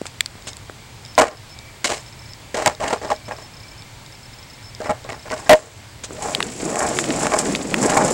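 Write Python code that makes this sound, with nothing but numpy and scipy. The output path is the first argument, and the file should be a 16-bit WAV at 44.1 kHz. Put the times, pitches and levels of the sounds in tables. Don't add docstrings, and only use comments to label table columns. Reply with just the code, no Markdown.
import sys
import numpy as np
from scipy import signal
from scipy.io import wavfile
from scipy.ndimage import uniform_filter1d

SR = 44100
rng = np.random.default_rng(int(sys.argv[2]) if len(sys.argv) > 2 else 0)


def waveform_to_disk(signal):
    frames = np.transpose(np.atleast_2d(signal))
    scaled = np.clip(frames, -1, 1) * 32767
    samples = np.round(scaled).astype(np.int16)
    wavfile.write(sys.argv[1], SR, samples)


N = 358533

# (pitch [Hz], relative level [dB], time to fade 60 dB when nothing damps it [s])
DECK_NOTES = [(134, -15, 0.019), (179, -13, 0.044), (256.5, -8, 0.054), (327, -6, 0.017),
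              (441, -5.5, 0.027), (487, -5, 0.074), (553, -7, 0.044), (621.8, -1.5, 0.14),
              (685, -5.5, 0.079), (734, -5, 0.056), (823, -2.5, 0.091), (924, -4, 0.065), (1040, -3, 0.05),
              (1160, -1.5, 0.023), (1390, -6, 0.041), (1608, -6.5, 0.041), (1920, 0, 0.022),
              (2210, -10, 0.036), (2428, -15, 0.022), (2900, -28, 0.028)]
# (frequency [Hz], relative level [dB])
GRIT_TONE = [(1290, -35.5), (2200, 4.5), (2370, -5.5), (2820, -1), (3620, -7), (3900, -4), (6160, -6),
             (7390, -2.5), (8510, -7.5), (10100, -20.5), (13000, -28.5), (16000, -47)]
# (time [s], rumble [dB], how strongly the deck rings [score], hiss against rumble [dB])
ROLL_PATH = [(6.06, -61, 8, 1), (6.09, -47.5, -9.5, -5), (6.26, -38.5, 11.5, 5), (6.42, -29.5, -7, -9.5),
             (6.42, -35, -2, -5.5), (6.55, -37, -11, -1.5), (6.68, -28.5, -2.5, -8),
             (6.84, -31, 10.5, -1.5), (6.95, -27, -2.5, -3.5), (7.07, -28, -7.5, -6.5),
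             (7.26, -25.5, 5, -1.5), (7.3, -27.5, -1.5, -7.5), (7.33, -33, 12.5, 1.5),
             (7.38, -24.5, 3, -6.5), (7.39, -25.5, 4.5, 5), (7.43, -28, 0.5, -4), (7.49, -21, -7, -9),
             (7.67, -32, -9.5, -6.5), (7.85, -18, -7, -11), (7.88, -23, 3, -5), (8.02, -22, 5.5, -6.5),
             (8.05, -15.5, -8, -11.5), (8.08, -20.5, 1.5, -6.5), (8.13, -22.5, -4, -8.5)]


def gain_of(db):
    return 10 ** (np.asarray(db) / 20)


def evened(x):
    return x / np.sqrt(np.mean(x ** 2) + 1e-20)


def add(mix, start, sound):
    part = mix[max(round(start * SR), 0):][:len(sound)]
    part += sound[:len(part)]


def coloured(x, tone):
    points_hz, db = np.transpose(tone)
    hz = abs(np.fft.fftfreq(8192, 1 / SR))
    log_gain = np.interp(np.log(hz + 1), np.log(points_hz + 1), np.maximum(db, -100)) * np.log(10) / 20
    response = np.exp(np.conj(signal.hilbert(log_gain)))
    impulse = np.fft.ifft(response).real[:4096]
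    return evened(signal.oaconvolve(x, impulse)[:len(x)])


def curve(times, db):
    return gain_of(np.interp(np.arange(N) / SR, times, db, -200, -200))


def strokes(rows, rise_s, fall_db_per_s):
    out = np.zeros(N)
    for start, hold, db in rows:
        t = np.arange(0, hold + 60 / fall_db_per_s, 1 / SR)
        fading = gain_of(db - fall_db_per_s * np.maximum(t - hold, 0))
        add(out, start, np.minimum(t / rise_s, 1) * fading)
    return out


def ring(notes, length, shares):
    t = np.arange(round(length * SR)) / SR
    parts = (np.sign(share) * gain_of(db - 60 * t / t60) * (0.77 + abs(share)) * np.sin(2 * np.pi * hz * t)
             for (hz, db, t60), share in zip(notes, shares))
    return sum(parts) * (1 - np.exp(-t / 0.0001))


def resonate(x, hz, width_hz):
    turn = np.exp(2j * np.pi * np.cumsum(hz * np.ones(len(x))) / SR)
    decay = np.exp(-np.pi * width_hz / SR)
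    smoothed = signal.lfilter([1], np.convolve([1, -decay], [1, -decay]), x / turn)
    return evened((turn * smoothed).real)


def wavering(hz, width_hz):
    decay = np.exp(-np.pi * width_hz / SR)
    drift = signal.lfilter([1 - decay], [1, -decay], rng.standard_normal(N) + 1j * rng.standard_normal(N))
    return evened((drift * np.exp(2j * np.pi * hz * np.arange(N) / SR)).real)


def bumps(per_s, spread_db):
    size = gain_of(spread_db * np.minimum(rng.exponential(1, N), 4)) * rng.choice([-1., 1.], N)
    return size * (rng.random(N) < per_s / SR)


def shaking(per_s, spread_db, t60, rise_s):
    jolts = abs(bumps(per_s, spread_db))
    fall, rise = gain_of(-60 / (t60 * SR)), np.exp(-1 / (rise_s * SR))
    swells = signal.lfilter([1], np.convolve([1, -fall], [1, -rise]), jolts)
    return evened(0.96 + evened(swells))


def street():
    # (frequency [Hz], relative level [dB])
    wash_tone = [(13, -67), (22, -13.5), (101, -5.5), (157, -17.5), (232, -16), (450, -20), (926, -17.5),
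                 (1290, -22), (2250, -21), (2730, -23), (4880, -23.5), (5300, -26), (6200, -28),
                 (7800, -25.5), (10500, -38), (15200, -43), (16500, -21.5)]
    # (pitch [Hz], width of the wavering [Hz], level [dB])
    hum_notes = [(114, 29, -46), (2110, 1.6, -62.5)]
    # (time [s], level [dB])
    whine_levels = [(.75, -57), (.9, -57), (1.54, -66), (1.57, -50), (1.7, -52), (1.74, -59), (3.12, -58),
                    (3.17, -53), (3.28, -52), (3.33, -66), (3.56, -63), (3.62, -51), (3.92, -56),
                    (4.0, -60), (4.6, -60), (5.5, -70)]
    _, _, spectrum = signal.stft(coloured(rng.standard_normal(N), wash_tone), nperseg=1024)
    speckle = rng.standard_normal(spectrum.shape)
    patches = evened(uniform_filter1d(uniform_filter1d(speckle, 14, 0), 8, 1))
    wash = evened(signal.istft(spectrum * gain_of(0.62 * patches), nperseg=1024)[1][:N])
    hums = sum(gain_of(db) * wavering(hz, width) for hz, width, db in hum_notes)
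    whine = curve(*np.transpose(whine_levels)) * wavering(2313, width_hz=15)
    return gain_of(-40.5) * wash + hums + whine


def tick(hz, width_hz, t60, snap_db):
    t = np.arange(round(.04 * SR)) / SR
    burst = rng.standard_normal(len(t)) * gain_of(-60 * t / t60) * (1 - np.exp(-t / 0.00025))
    sound = resonate(burst, hz, width_hz) + gain_of(snap_db) * resonate(burst, 7600, width_hz=2200)
    sound = signal.sosfilt(signal.butter(2, [150, 10500], 'band', fs=SR, output='sos'), sound)
    return sound / abs(sound).max()


def camera_taps():
    # (time [s], peak level [dB], centre pitch [Hz])
    taps = [(.015, -13.5, 155), (.354, -29.5, 151), (0.471, -27.5, 194), (.697, -19.5, 700),
            (6.107, -22, 458)]
    out = np.zeros(N)
    for start, db, hz in taps:
        add(out, start, gain_of(db) * tick(hz, width_hz=940, t60=0.0065, snap_db=-21))
    return out


def dry_ticks():
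    # (time [s], peak level [dB], centre pitch [Hz], snap against the tick's body [dB])
    ticks = [(.0553, -18.5, 1460, -9), (0.0666, -17.5, 4500, -1), (0.207, 3.5, 3180, -5.5),
             (0.26, -9.5, 4450, -9), (.4753, -20, 4150, 3), (.5684, -23, 4500, 3), (6.349, 0, 3780, -12),
             (6.404, -7, 1560, -16), (6.427, -5, 3170, -22), (6.459, -27, 1800, -16),
             (6.6255, -22, 2310, -14), (6.757, -11.5, 1910, 2), (6.8052, -13.5, 1480, -7),
             (6.988, -3.5, 1680, -12), (7.0411, -10, 3020, -20), (7.105, -10.5, 1940, -24),
             (7.2065, -16, 1500, -3), (7.2683, -6.5, 1630, -5), (7.3194, -12, 1760, -12),
             (7.388, -7, 5820, -10), (7.5501, -7, 2980, -17), (7.558, -12.5, 3540, -21),
             (7.7114, -20.5, 3050, -6), (7.742, -1, 1900, -15), (7.9744, -7, 1360, -17)]
    out = np.zeros(N)
    for start, db, hz, snap_db in ticks:
        add(out, start, gain_of(db) * tick(hz, width_hz=2660, t60=0.0071, snap_db=snap_db))
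    return out


def scuffs():
    # (start [s], hold [s], level [dB])
    rubs = [(0.058, 0.013, -36.5), (.468, 0.022, -30.5), (6.034, 0.013, -28)]
    # (frequency [Hz], relative level [dB])
    rub_tone = [(120, -47), (200, 0), (1570, -0.5), (1880, -2.5), (3120, 1), (5550, -1), (7020, 5),
                (8570, -0.5), (11900, -33), (15000, -29)]
    friction = rng.standard_normal(N) + .5 * evened(bumps(per_s=640, spread_db=2))
    return coloured(friction, rub_tone) * strokes(rubs, rise_s=0.0048, fall_db_per_s=830)


def lens_motor():
    # (start [s], length [s])
    runs = [(0.458, .008), (.498, .022), (1.08, 0.048), (1.371, .008), (1.496, 0.055), (1.97, 0.037),
            (2.062, .01), (2.08, .01), (2.126, .01), (2.192, .01), (2.216, .01), (2.257, .01), (2.29, .039),
            (2.727, .01), (2.98, .01), (3.043, 0.012), (3.082, .012), (3.12, .012), (3.145, 0.023),
            (3.254, 0.032), (3.323, 0.018), (3.366, .01), (3.395, .008), (3.418, .052), (3.538, .01),
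            (3.568, 0.012), (3.601, 0.011), (3.633, .01), (3.683, .01), (3.711, 0.011), (3.778, .034),
            (4.124, .012), (4.146, .01), (4.231, 0.0093), (4.253, 0.013), (4.334, .01), (4.387, 0.011),
            (4.428, .012), (4.5, 0.01), (4.529, .02), (4.628, 0.08), (4.858, 0.023), (5.115, .011),
            (5.147, 0.01), (5.194, .01), (5.226, .01), (5.295, .03), (5.337, .01), (5.403, .012),
            (5.46, .012)]
    # (time [s], peak level [dB])
    stops = [(.4229, -30.5), (.5322, -23), (1.0507, -23), (1.061, -27), (1.1525, -23), (1.3129, -28),
             (1.5892, -21.5), (2.3347, -22), (2.7502, -22), (3.162, -25), (3.8217, -27), (4.0628, -26.5),
             (4.7496, -22), (5.043, -27)]
    # (pitch [Hz], relative level [dB], time to fade 60 dB [s])
    gear_notes = [(3740, -1.5, 0.011), (5120, 4.5, 0.0082), (6540, -8.5, 0.0079), (7440, -2.5, 0.0064)]
    motor_hz, steps_per_s, motor_db = 5275, 78, -40.5
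    rest_s, restart_db = .02, -33
    out = np.zeros(N)
    for start, length in runs:
        t = np.arange(round(length * SR)) / SR
        throb = abs(np.sin(np.pi * steps_per_s * t)) + 0.1
        whistle = signal.windows.tukey(len(t), .3) * np.sin(2 * np.pi * motor_hz * t)
        add(out, start, gain_of(motor_db) * throb * whistle)
    restarts = [(start, restart_db) for (start, _), (previous, length) in zip(runs[1:], runs)
                if start - previous - length > rest_s]
    for start, db in stops + restarts:
        click = ring(gear_notes, .02, rng.standard_normal(len(gear_notes)))
        add(out, start, gain_of(db) * click / abs(click).max())
    return out


def deck_knocks():
    # (time [s], level [dB], crack against the knock [dB], chatter length [s],
    # hardness [dB per octave above the main note])
    knocks = [(1.179, 6.5, -14.5, 0.025, 0.5), (1.268, -19, -10, .008, 0), (1.28, -17, -12, .008, 6),
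              (1.844, -16, 1, .018, 3), (1.891, -23, -12, 0.034, -4), (2.544, -16, -7, 0.013, -3),
              (2.572, -18.5, -12, 0.011, -2), (2.589, -25, -15, 0.018, -1.5), (2.621, -17, -12, 0.015, -1),
              (2.66, -1.5, -6.5, 0.0042, 3.5), (2.669, -7, -9, .012, -1), (2.714, -22.5, -14, .015, -8),
              (2.8, -18.5, -19, 0.013, -7), (2.824, -16, -18, 0.016, 0), (2.838, -16, -17, 0.012, 1),
              (2.862, -19, -20, .021, 3), (2.904, -17, -14, 0.019, -1), (2.927, -9, -13.5, 0.015, -1),
              (3.018, -25, -11, 0.0072, -7), (3.047, -16.5, -18, .012, -5), (3.103, -10, -14, 0.0087, -6),
              (3.114, -12, -14.5, 0.0093, -1.5), (3.283, -21.5, -17, .013, 1),
              (3.311, -17, -23, 0.019, 3.5), (4.803, -22, -16.5, 0.018, -4.5), (4.846, -27, -14, .012, 5),
              (4.859, -16, -19.5, 0.015, 1), (4.894, -10, -21.5, 0.024, -3), (5.048, -27.5, -27, 0.015, -6),
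              (5.091, -18, -14, 0.016, 2), (5.122, -21.5, -12.5, 0.014, -3), (5.303, -20.5, -10, .005, 3),
              (5.311, -15, -11.5, 0.011, 1.5), (5.326, -17.5, -17, 0.02, 2.5), (5.392, -24.5, -20, .012, 0),
              (5.465, -28, -13, 0.012, 2), (5.494, 14.5, -20, .045, -2), (7.337, -6.5, -19, 0.0081, 1),
              (7.827, -16.5, -14, 0.026, 3), (7.896, -12, -10.5, .018, 2), (7.969, -6, -11.5, 0.013, 0.5)]
    main_hz, chatter_per_s, chatter_db = 617, 900, -8.5
    held = 0.65
    t = np.arange(round(.07 * SR)) / SR
    shape = (len(knocks), len(t))
    note_shares = rng.standard_normal((len(knocks), len(DECK_NOTES)))
    chatters = rng.standard_normal(shape) * (rng.random(shape) < chatter_per_s / SR)
    ringing, cracks = np.zeros(N), np.zeros(N)
    for (start, db, crack_db, length, hardness), shares, chatter in zip(knocks, note_shares, chatters):
        touching = np.clip((length - t) / 0.0015, 0, 1)
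        force = gain_of(chatter_db) * chatter * touching
        force[0] = 1
        notes = [(hz, level + hardness * max(np.log2(hz / main_hz), 0), t60 * held)
                 for hz, level, t60 in DECK_NOTES]
        wood = ring(notes, .25, shares)
        add(ringing, start, gain_of(db) * signal.oaconvolve(force, wood / abs(wood).max()))
        burst = uniform_filter1d(abs(force), 60, origin=-29) * 60 + 0.16 * touching
        add(cracks, start, gain_of(db + crack_db) * burst * rng.standard_normal(len(t)))
    return ringing + coloured(cracks, GRIT_TONE) * np.sqrt(np.mean(cracks ** 2))


def wheel_drags(stones, deck, crunch):
    # (start [s], hold [s], deck level [dB], grit against the deck [dB])
    drags = [(1.207, .006, -5, -12.5), (1.308, 0.014, -34.5, -23), (1.844, 0.013, -24, 4.5),
             (1.891, .055, -27, -2.5), (2.542, .11, -25.5, -7.5), (2.674, 0.026, -26.5, -7),
             (2.801, .15, -28.5, -9), (3.015, .12, -31.5, -11.5), (3.279, 0.054, -34.5, -12),
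             (3.381, 0.025, -40, -8), (4.803, 0.14, -33.5, -14), (5.047, 0.11, -38.5, -17),
             (5.254, 0.028, -36, -10), (5.312, 0.033, -37, -12), (5.361, 0.072, -39, -13),
             (5.46, 0.023, -41, -9), (5.526, 0.0073, -13.5, -4.5), (5.586, 0.1, -40.5, -7)]
    rise_s, fall_db_per_s = 0.0026, 343
    grit = coloured(crunch * rng.standard_normal(N) + 0.79 * stones, GRIT_TONE)
    deck_rows = [(start, hold, db) for start, hold, db, _ in drags]
    grit_rows = [(start, hold, db + grit_db) for start, hold, db, grit_db in drags]
    wood = deck * strokes(deck_rows, rise_s, fall_db_per_s)
    return wood + grit * strokes(grit_rows, rise_s, fall_db_per_s)


def wheel_hiss(stones, crunch):
    # (start [s], hold [s], level [dB])
    spins = [(1.93, .03, -45), (5.305, 0.15, -45), (5.55, .01, -35.5)]
    # (time [s], level [dB])
    rattles = [(6.223, -26), (6.306, -34), (6.427, -29), (6.652, -26), (6.701, -30), (6.79, -19.5),
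               (6.828, -25), (6.864, -25), (6.887, -21.5), (6.987, -20.5), (7.231, -21), (7.335, -25),
               (7.365, -26), (7.388, -13), (7.465, -27), (7.813, -25), (7.827, -19), (7.858, -19),
               (7.899, -17), (7.971, -16.5), (8.004, -26), (8.048, -16), (8.079, -22), (8.104, -21.5)]
    # (frequency [Hz], relative level [dB])
    bearing_tone = [(3000, -37), (5200, -5.5), (6070, -6.5), (7060, 2.5), (7710, 2.5), (9130, -9),
                    (10800, -15), (11900, -24.5), (14000, -33), (16500, -53)]
    # (frequency [Hz], relative level [dB])
    gravel_tone = [(1200, -6), (2300, 1.5), (3500, -4.5), (5000, -4), (6200, -6.5), (9000, -39)]
    rattle_t60, gravel_db = 0.039, -3
    times, rumble_db, _, hiss_db = np.transpose(ROLL_PATH)
    turning = curve(times, rumble_db + hiss_db) + strokes(spins, rise_s=.004, fall_db_per_s=103)
    rattling = turning * shaking(per_s=55, spread_db=1.5, t60=0.023, rise_s=0.001) ** 0.73
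    t = np.arange(round(.1 * SR)) / SR
    for start, db in rattles:
        add(rattling, start, gain_of(db - 60 * t / rattle_t60) * (1 - np.exp(-t / 0.00026)))
    bearings = rattling * coloured(rng.standard_normal(N), bearing_tone)
    gravel = coloured(crunch ** 0.83 * rng.standard_normal(N) + 0.41 * stones, gravel_tone)
    return bearings + gravel * turning * gain_of(gravel_db)


def rolling(stones, deck):
    # (frequency [Hz], relative level [dB])
    rumble_tone = [(18, -33), (35, -6), (64, -11), (95, -18), (130, 5.5), (210, 7.5), (300, 7.5),
                   (450, 4.5), (624, 1), (920, -6), (1400, -12), (2500, -17.5), (4000, -63)]
    times, rumble_db, ring_score, _ = np.transpose(ROLL_PATH)
    roughness = shaking(per_s=30, spread_db=4.5, t60=0.25, rise_s=0.0032) ** 0.79
    road = roughness * rng.standard_normal(N) + 0.43 * stones
    rumble = coloured(road, rumble_tone) * curve(times, rumble_db)
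    wood = deck * curve(times, rumble_db - 2.5 + 1.42 * ring_score)
    air_hz = np.minimum(509 * 2 ** (0.13 * ring_score), 820)
    air = resonate(road, np.interp(np.arange(N) / SR, times, air_hz), width_hz=210)
    return rumble + wood + air * curve(times, rumble_db - 5.5 + ring_score)


def wheels():
    stones = evened(bumps(per_s=1100, spread_db=4))
    damped = [(hz, db, t60 * 0.43) for hz, db, t60 in DECK_NOTES]
    one_knock = ring(damped, .15, shares=np.cos(np.arange(len(damped)) ** 2))
    deck = evened(signal.oaconvolve(stones, one_knock)[:N])
    crunch = shaking(per_s=60, spread_db=4.5, t60=0.023, rise_s=0.00095)
    return wheel_drags(stones, deck, crunch) + wheel_hiss(stones, crunch) + rolling(stones, deck)


def scene():
    return (deck_knocks() + dry_ticks() + camera_taps() + wheels() + scuffs() + lens_motor() + street())[None]


def record(dry):
    threshold_db, clip_level, top_hz = -16, 0.64, 15900
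    power_db = 10 * np.log10(abs(uniform_filter1d(dry[0] ** 2, 400)) + 1e-12)
    recovery = np.arange(N) * 66 / SR
    held_db = np.maximum.accumulate(np.minimum(power_db, 0) + recovery) - recovery
    over_db = np.maximum(held_db - threshold_db, 0)
    late_db = signal.lfilter([.0008], [1, .0008 - 1], over_db)
    clipped = np.clip(dry / gain_of(.5 * late_db), -clip_level, clip_level)
    centred = signal.sosfilt(signal.butter(1, 9, 'high', fs=SR, output='sos'), clipped)
    electronics = gain_of(-65) * wavering(15735, width_hz=8)
    treble_cut = signal.firwin(511, top_hz, window=("kaiser", 9), fs=SR)
    return signal.oaconvolve(centred + electronics, treble_cut[None], "same")


dry = scene()
out = record(dry)
waveform_to_disk(out)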